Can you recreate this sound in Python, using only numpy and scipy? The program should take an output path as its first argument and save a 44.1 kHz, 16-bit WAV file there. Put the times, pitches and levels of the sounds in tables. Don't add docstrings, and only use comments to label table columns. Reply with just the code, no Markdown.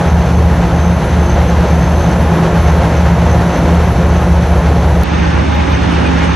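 import sys
import numpy as np
from scipy import signal
from scipy.fft import rfft, irfft
from scipy.io import wavfile
from scipy.ndimage import uniform_filter1d, minimum_filter1d

SR = 44100
rng = np.random.default_rng(int(sys.argv[2]) if len(sys.argv) > 2 else 0)


def output_pcm(signal):
    pcm = np.clip(np.atleast_2d(signal).T, -1, 1) * 32767
    wavfile.write(sys.argv[1], SR, np.round(pcm).astype(np.int16))


N = 280035
CHANGE_S = 5.035


# (multiple of the engine cycle, level re the fifth [dB])
EXHAUST_ORDERS = [(3, -23), (4, -7), (5, 0), (7, -13.5), (8, -11.5)]
# (time [s], half length [s], sag of the exhaust note [Hz])
DIESEL_LOADS = [(0, 0.24, 2.3), (1.585, 0.3, 3.8), (3.01, 0.17, 1.46), (4.742, 0.49, 3.435)]
# (time [s], gain [dB])
EXHAUST_FADES = [(0, -5), (1.03, -4), (2.38, -18), (3.48, -16)]
def diesel(t, exhaust_hz=76.55, load_db_per_hz=0.43):
    sag_hz = bumps(t, DIESEL_LOADS)
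    cycle = np.cumsum(exhaust_hz - sag_hz) / SR / 5
    fades_db = bumps(t, [(s, 0.053, depth) for s, depth in EXHAUST_FADES])
    db = -13 + load_db_per_hz * sag_hz + walk(0.9) + fades_db
    lines = sum(tone(k * cycle, db + rel, waver_db=0.5, waver_rad=0.15) for k, rel in EXHAUST_ORDERS)
    return lines, cycle


# (time [s], half length [s], sag [Hz])
FAN_SAGS = [(2.05, 0.42, 4.6), (2.795, .3, 5), (4.956, 0.357, 2.66)]
# (time [s], half length [s], gain [dB])
FAN_FADES = [(1.448, 0.32, -3.5), (2.402, 0.078, 4), (3.144, 0.053, 5.5), (3.699, .12, 1.5),
             (4.3, .25, -2.5)]
def fan(t, blade_hz=170.84):
    hz = blade_hz - bumps(t, FAN_SAGS)
    db = -15.5 - 0.8 * nearness(t) + bumps(t, FAN_FADES)
    return tone(np.cumsum(hz) / SR, db, waver_db=0.65, waver_rad=0.2)


# (frequency [Hz], density [dB per Hz])
RUMBLE_SPECTRUM = [(20, -60), (33, -53), (46, -40), (65, -44), (92, -43), (114, -40), (143, -36.5),
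                   (168, -36), (190, -40.5), (215, -44), (250, -51.5), (400, -84), (1000, -120)]
def rumble():
    return noise(colour(RUMBLE_SPECTRUM))


# (multiple of the engine cycle, level [dB])
TRUCK_ORDERS = [(3, -30.5), (4, -25), (5, -20), (7, -27.5)]
# (multiple of the pump cycle, level [dB])
PUMP_ORDERS = [(4, -27.5), (5, -37), (10, -37.5), (16, -34), (25, -40), (40, -48)]
# (pitch [Hz], level [dB], phase waver [rad])
HUMS = [(178, -24.5, .25), (233.8, -34, 0.42), (354, -32.5, 2.2), (1255, -43, 0.71), (1960, -49, 2.2)]
def steady_machines(t, truck_hz=15.75, pump_hz=43.45, near_db=2):
    truck = sum(tone(k * truck_hz * t, db, waver_db=2, waver_rad=0.21) for k, db in TRUCK_ORDERS)
    pump = sum(tone(k * pump_hz * t, db, waver_db=2.5, waver_rad=0.34) for k, db in PUMP_ORDERS)
    hums = sum(tone(hz * t, db, waver_db=1.5, waver_rad=rad) for hz, db, rad in HUMS)
    hoarse = noise(hump(826, width_hz=23)) * undb(-50 + 2 * walk(3))
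    return truck + (pump + hums + hoarse) * undb(near_db * nearness(t))


PASS_S, PASS_HALF_S = 2.9, 1.2
def nearness(t):
    return 1 / (1 + ((t - PASS_S) / PASS_HALF_S) ** 4)


# (frequency [Hz], base density [dB per Hz])
ROAR_SPECTRUM = [(150, -58), (280, -46), (400, -47), (520, -44.5), (960, -49.5), (1150, -56), (1320, -55),
                 (1600, -57.5), (2600, -65.5), (4700, -73.5), (4920, -83.5), (5120, -75.5), (5800, -74),
                 (6400, -75.5), (6530, -80), (6700, -78.5), (7800, -82.5), (9000, -95), (13000, -99)]
# (frequency [Hz], side minus mid [dB])
ROAR_WIDTH = [(150, -60), (230, -47), (340, -44), (600, -20.5), (2000, -19), (3800, -11.5), (7000, -5)]
# (time [s], half length [s], gain [dB])
ROAR_SURGES = [(0, 0.071, 1.5), (1.542, 0.058, 1), (2.552, 0.35, 0.5), (3.71, 0.13, 1)]
def roar(t):
    db = -0.79 + 1.5 * nearness(t) + bumps(t, ROAR_SURGES)
    treble_db = 1.3 - 0.54 * np.clip(t - PASS_S, 0, 1)
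    mid = rush(colour(ROAR_SPECTRUM), treble_db, flicker_db=0.36, flicker_rate=9.2, flutter_db=0.85)
    side = noise(colour(ROAR_SPECTRUM) * colour(ROAR_WIDTH))
    air = stereo(mid, side) * undb(db + 0.06 * walk(15))
    band = hump(10920, width_hz=980)
    sizzle = stereo(noise(band), noise(band) * undb(-6)) * undb(-79.5 + db / 2 + walk(18))
    whistle = tone(9819 * t, -58, waver_db=4, waver_rad=0.2)
    return air + sizzle + whistle


# (frequency [Hz], base density [dB per Hz])
ROCK_SPECTRUM = [(30, -68), (60, -44), (150, -56), (240, -45.5), (330, -45.5), (420, -51.5), (560, -50),
                 (700, -53.5), (850, -49.5), (1200, -55), (1750, -55), (2030, -58), (2450, -58),
                 (2900, -60), (3250, -64.5), (3650, -63.5), (4080, -70.5), (4500, -68), (4860, -76.5),
                 (5130, -70), (5800, -73.5), (6250, -73), (6550, -77), (7400, -83), (9300, -86),
                 (12500, -103)]
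# (time [s], half length [s], gain [dB])
SLIPS = [(5.245, .014, 1), (5.362, .04, 0.1), (5.467, 0.033, -1), (5.75, 0.032, -0.5), (5.92, 0.066, 1.2),
         (6.2, .035, 1.2)]
def rock(t, growth_db_per_s=0.84, rise_s=0.041):
    age = np.maximum(t - CHANGE_S, 0)
    db = -0.5 + growth_db_per_s * age - 2.5 * np.exp(-age / rise_s) + bumps(t, SLIPS)
    fines = rush(colour(ROCK_SPECTRUM), treble_db=0.03, flicker_db=0.87, flicker_rate=19.5, flutter_db=0.22)
    return (fines + stones(t)) * undb(db)


def stones(t, per_s=260, low_hz=1110, high_hz=4950, t60_s=0.022):
    knocks, age = np.zeros(2 * N), t[:SR // 20]
    for when, pitch, size in rng.random((int(per_s * N / SR), 3)):
        hz = low_hz * (high_hz / low_hz) ** pitch
        size_db = 3.5 * min(-np.log(size), 4)
        start = int(when * N)
        knocks[start:start + len(age)] += undb(size_db - 60 * age / t60_s) * np.sin(2 * np.pi * hz * age)
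    crunch = irfft(rfft(knocks[:N]) * colour(ROCK_SPECTRUM), N)
    return crunch * undb(-32) / crunch.std()


# (multiple of the engine cycle, level [dB])
SHOVEL_ORDERS = [(4, -24), (5, -14), (7, -27.5)]
# (time [s], blade note [Hz], level [dB])
SHOVEL_FAN = [(5.05, 167.3, -18), (5.3, 167.4, -15.5), (5.47, 166.6, -25.5), (5.75, 168.5, -21),
              (5.87, 169, -17), (6.35, 170.3, -17)]
# (frequency [Hz], starting density [dB per Hz])
SHOVEL_RUMBLE = [(20, -66), (36, -57), (50, -40.5), (100, -37), (140, -41.5), (210, -43), (260, -53),
                 (400, -84), (1000, -120)]
def shovel_engine(t, exhaust_hz=74, rumble_db_per_s=-2):
    cycle = exhaust_hz * t / 5
    exhaust = sum(tone(k * cycle, db, waver_db=0.3, waver_rad=0.11) for k, db in SHOVEL_ORDERS)
    when, hz, db = np.transpose(SHOVEL_FAN)
    blade_turns = np.cumsum(np.interp(t, when, hz)) / SR
    blades = tone(blade_turns, np.interp(t, when, db), waver_db=0.5, waver_rad=0.1)
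    easing = undb(rumble_db_per_s * np.maximum(t - CHANGE_S, 0))
    return exhaust + blades + noise(colour(SHOVEL_RUMBLE)) * easing


# (pitch [Hz], resting level [dB])
WHINE_LINES = [(826, -34.5), (1700, -45), (2128, -46)]
# (time [s], half length [s], gain [dB])
WHINE_SURGES = [(5.31, .025, 7), (5.583, 0.05, 10), (5.872, .025, 5), (6.1, 0.021, 9)]
def whine(t):
    clock = np.cumsum(1 + 0.0053 * walk(25)) / SR
    lowest, *upper = [tone(hz * clock, db, waver_db=1.1, waver_rad=0.22) for hz, db in WHINE_LINES]
    return lowest * undb(bumps(t, WHINE_SURGES)) + sum(upper)


def moan(t, peak_s=6.05, rise_hz_per_s=55):
    hz = 258 + rise_hz_per_s * (t - peak_s)
    swell = bumps(t, [(peak_s, 0.12, 1)])
    return tone(np.cumsum(hz) / SR, -25.5, waver_db=-2, waver_rad=0.3) * swell


# (time [s], half length [s], pitch [Hz], level [dB])
SCRAPES = [(5.25, .012, 1790, -32), (5.33, .035, 1720, -31), (5.55, .018, 3670, -38),
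           (5.715, .014, 3460, -38), (5.925, .011, 2930, -33), (5.953, .008, 2350, -32),
           (6.063, 0.01, 2490, -25), (6.17, .016, 1850, -32), (6.225, .012, 2180, -26),
           (6.247, 0.0083, 2900, -30)]
def scrapes(t, overtone=3.3, overtone_db=-17.5):
    angle = 2 * np.pi * np.cumsum(1 + 0.0077 * walk(93)) / SR
    squeals = 0
    for s, half, hz, db in SCRAPES:
        ring = np.sin(hz * angle) + undb(overtone_db) * np.sin(overtone * hz * angle)
        squeals += np.sqrt(2) * ring * bumps(t, [(s, half, db)], undb)
    return squeals


# (time [s], half length [s], level [dB], pitch shift [Hz])
SQUEAKS = [(.08, 0.032, -36.5, -0.5), (.25, 0.061, -39, 19.5), (.84, .075, -34, -20),
           (1.19, .04, -41, 40.5), (1.295, 0.037, -30.5, 30), (1.493, 0.013, -32, 29.5),
           (1.696, .025, -35, 9), (1.83, .07, -38, 90.5), (1.99, 0.046, -35, 21), (2.07, 0.041, -37, -2.5),
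           (2.694, 0.032, -36, 1.5), (2.98, 0.0255, -36, -23.5), (3.309, 0.019, -32, -32),
           (3.551, 0.0407, -35, -71), (4.14, 0.044, -37, 59.5), (5.2, 0.057, -38.5, 0), (6.28, .07, -39, 0)]
def squeak(t, cycle, ring_hz=6190):
    bouts = bumps(t, [(s, half, db) for s, half, db, _ in SQUEAKS], undb)
    shift_hz = bumps(t, [(s, half, shift) for s, half, _, shift in SQUEAKS])
    hz = ring_hz + shift_hz + 70 * walk(224)
    ring = np.sqrt(2) * np.sin(2 * np.pi * np.cumsum(hz) / SR)
    contact = np.sin(4 * np.pi * cycle + 0.59 * walk(33)) ** 2
    chirps = ring * contact * undb(2.2 * walk(40))
    floor = undb(-49 + 4.3 * walk(13))
    rubbing = noise(hump(ring_hz, width_hz=196)) * undb(-73.5)
    return chirps * np.hypot(bouts, floor) + rubbing


# (time [s], half length [s], density [dB per Hz])
GROWLS = [(2.43, 0.06, -43), (3.68, 0.072, -44.5), (6.07, 0.063, -49)]
def growl(t):
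    return noise(hump(320, width_hz=104)) * bumps(t, GROWLS, undb)


# (lag [s], gain [dB])
ECHOES = [(.0125, -10), (.0153, -8), (.0203, -2), (.0252, -9), (.0278, -13)]
# (frequency [Hz], gain [dB])
ECHO_COLOUR = [(60, -1), (250, -4.5), (550, 2), (1800, -4.5), (2150, -14), (3000, -12.5), (3500, -3.5),
               (6000, -5.5), (7500, -21), (9000, -9), (11000, -21)]
# (frequency [Hz], left minus right [dB])
ROCK_BALANCE = [(200, -16), (350, -7), (650, -2.5), (2000, -0.5)]
def spread(x):
    echoes = sum(undb(db) * np.roll(x, int(lag * SR)) for lag, db in ECHOES)
    left, right = stereo(rfft(x), rfft(echoes) * colour(ECHO_COLOUR))
    lean = np.sqrt(colour(ROCK_BALANCE))
    return irfft(np.array([left * lean, right / lean]), N)


def tone(turns, db, waver_db, waver_rad):
    phase = 2 * np.pi * (turns + rng.random()) + waver_rad * walk(2.66)
    return np.sqrt(2) * undb(db + waver_db * walk(2)) * np.sin(phase)


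def rush(gain, treble_db, flicker_db, flicker_rate, flutter_db):
    octave, bands = np.log2(np.fft.rfftfreq(N, 1 / SR) + 1), 0
    for centre in range(6, 15):
        band = noise(gain * np.sqrt(np.clip(1 - abs(octave - centre), 0, 1)))
        treble_share = np.clip((centre - 9) / 2, 0, 1)
        bands += band * undb(flicker_db * walk(flicker_rate) + treble_db * treble_share)
    return bands * undb(flutter_db * walk(17.6))


def noise(gain):
    return irfft(rfft(rng.standard_normal(N)) * gain, N) * np.sqrt(SR / 2)


def walk(rate):
    x = noise(hump(0, rate))
    return (x - x.mean()) / x.std()


def colour(points):
    hz, db = np.transpose(points)
    return undb(np.interp(np.log(np.fft.rfftfreq(N, 1 / SR) + 1), np.log(hz), db))


def hump(hz, width_hz):
    return 1 / (1 + ((np.fft.rfftfreq(N, 1 / SR) - hz) / width_hz) ** 4)


def bumps(t, table, size=np.asarray):
    return sum(size(top) * np.exp(-0.5 * ((t - s) / half) ** 2) for s, half, top in table)


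def stereo(mid, side):
    return np.array([mid + side, mid - side])


def undb(db):
    return 10 ** (np.asarray(db) / 20)


def scene():
    t = np.arange(N) / SR
    after = 1.0 * (t >= CHANGE_S)
    exhaust, cycle = diesel(t)
    hauling = exhaust + fan(t) + rumble() + roar(t) + steady_machines(t)
    dip = undb(after * bumps(t, [(CHANGE_S + 0.024, 0.024, -10)]))
    digging = shovel_engine(t) * dip + spread(rock(t) + whine(t) + moan(t) + scrapes(t))
    tick = rng.standard_normal(N) * bumps(t, [(CHANGE_S, 0.00031, -16)], undb)
    return (1 - after) * hauling + after * digging + squeak(t, cycle) * dip + growl(t) + tick


def record(dry, top_hz=12800):
    trimmed = dry * undb(-0.4)
    peak = np.maximum(1, abs(trimmed).max(axis=0))
    gain = minimum_filter1d(1 / peak, size=181)
    gain = uniform_filter1d(uniform_filter1d(gain, size=91), size=91)
    return signal.sosfilt(signal.ellip(8, 0.2, 70, top_hz, fs=SR, output="sos"), trimmed * gain)


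dry = scene()
out = record(dry)
output_pcm(out)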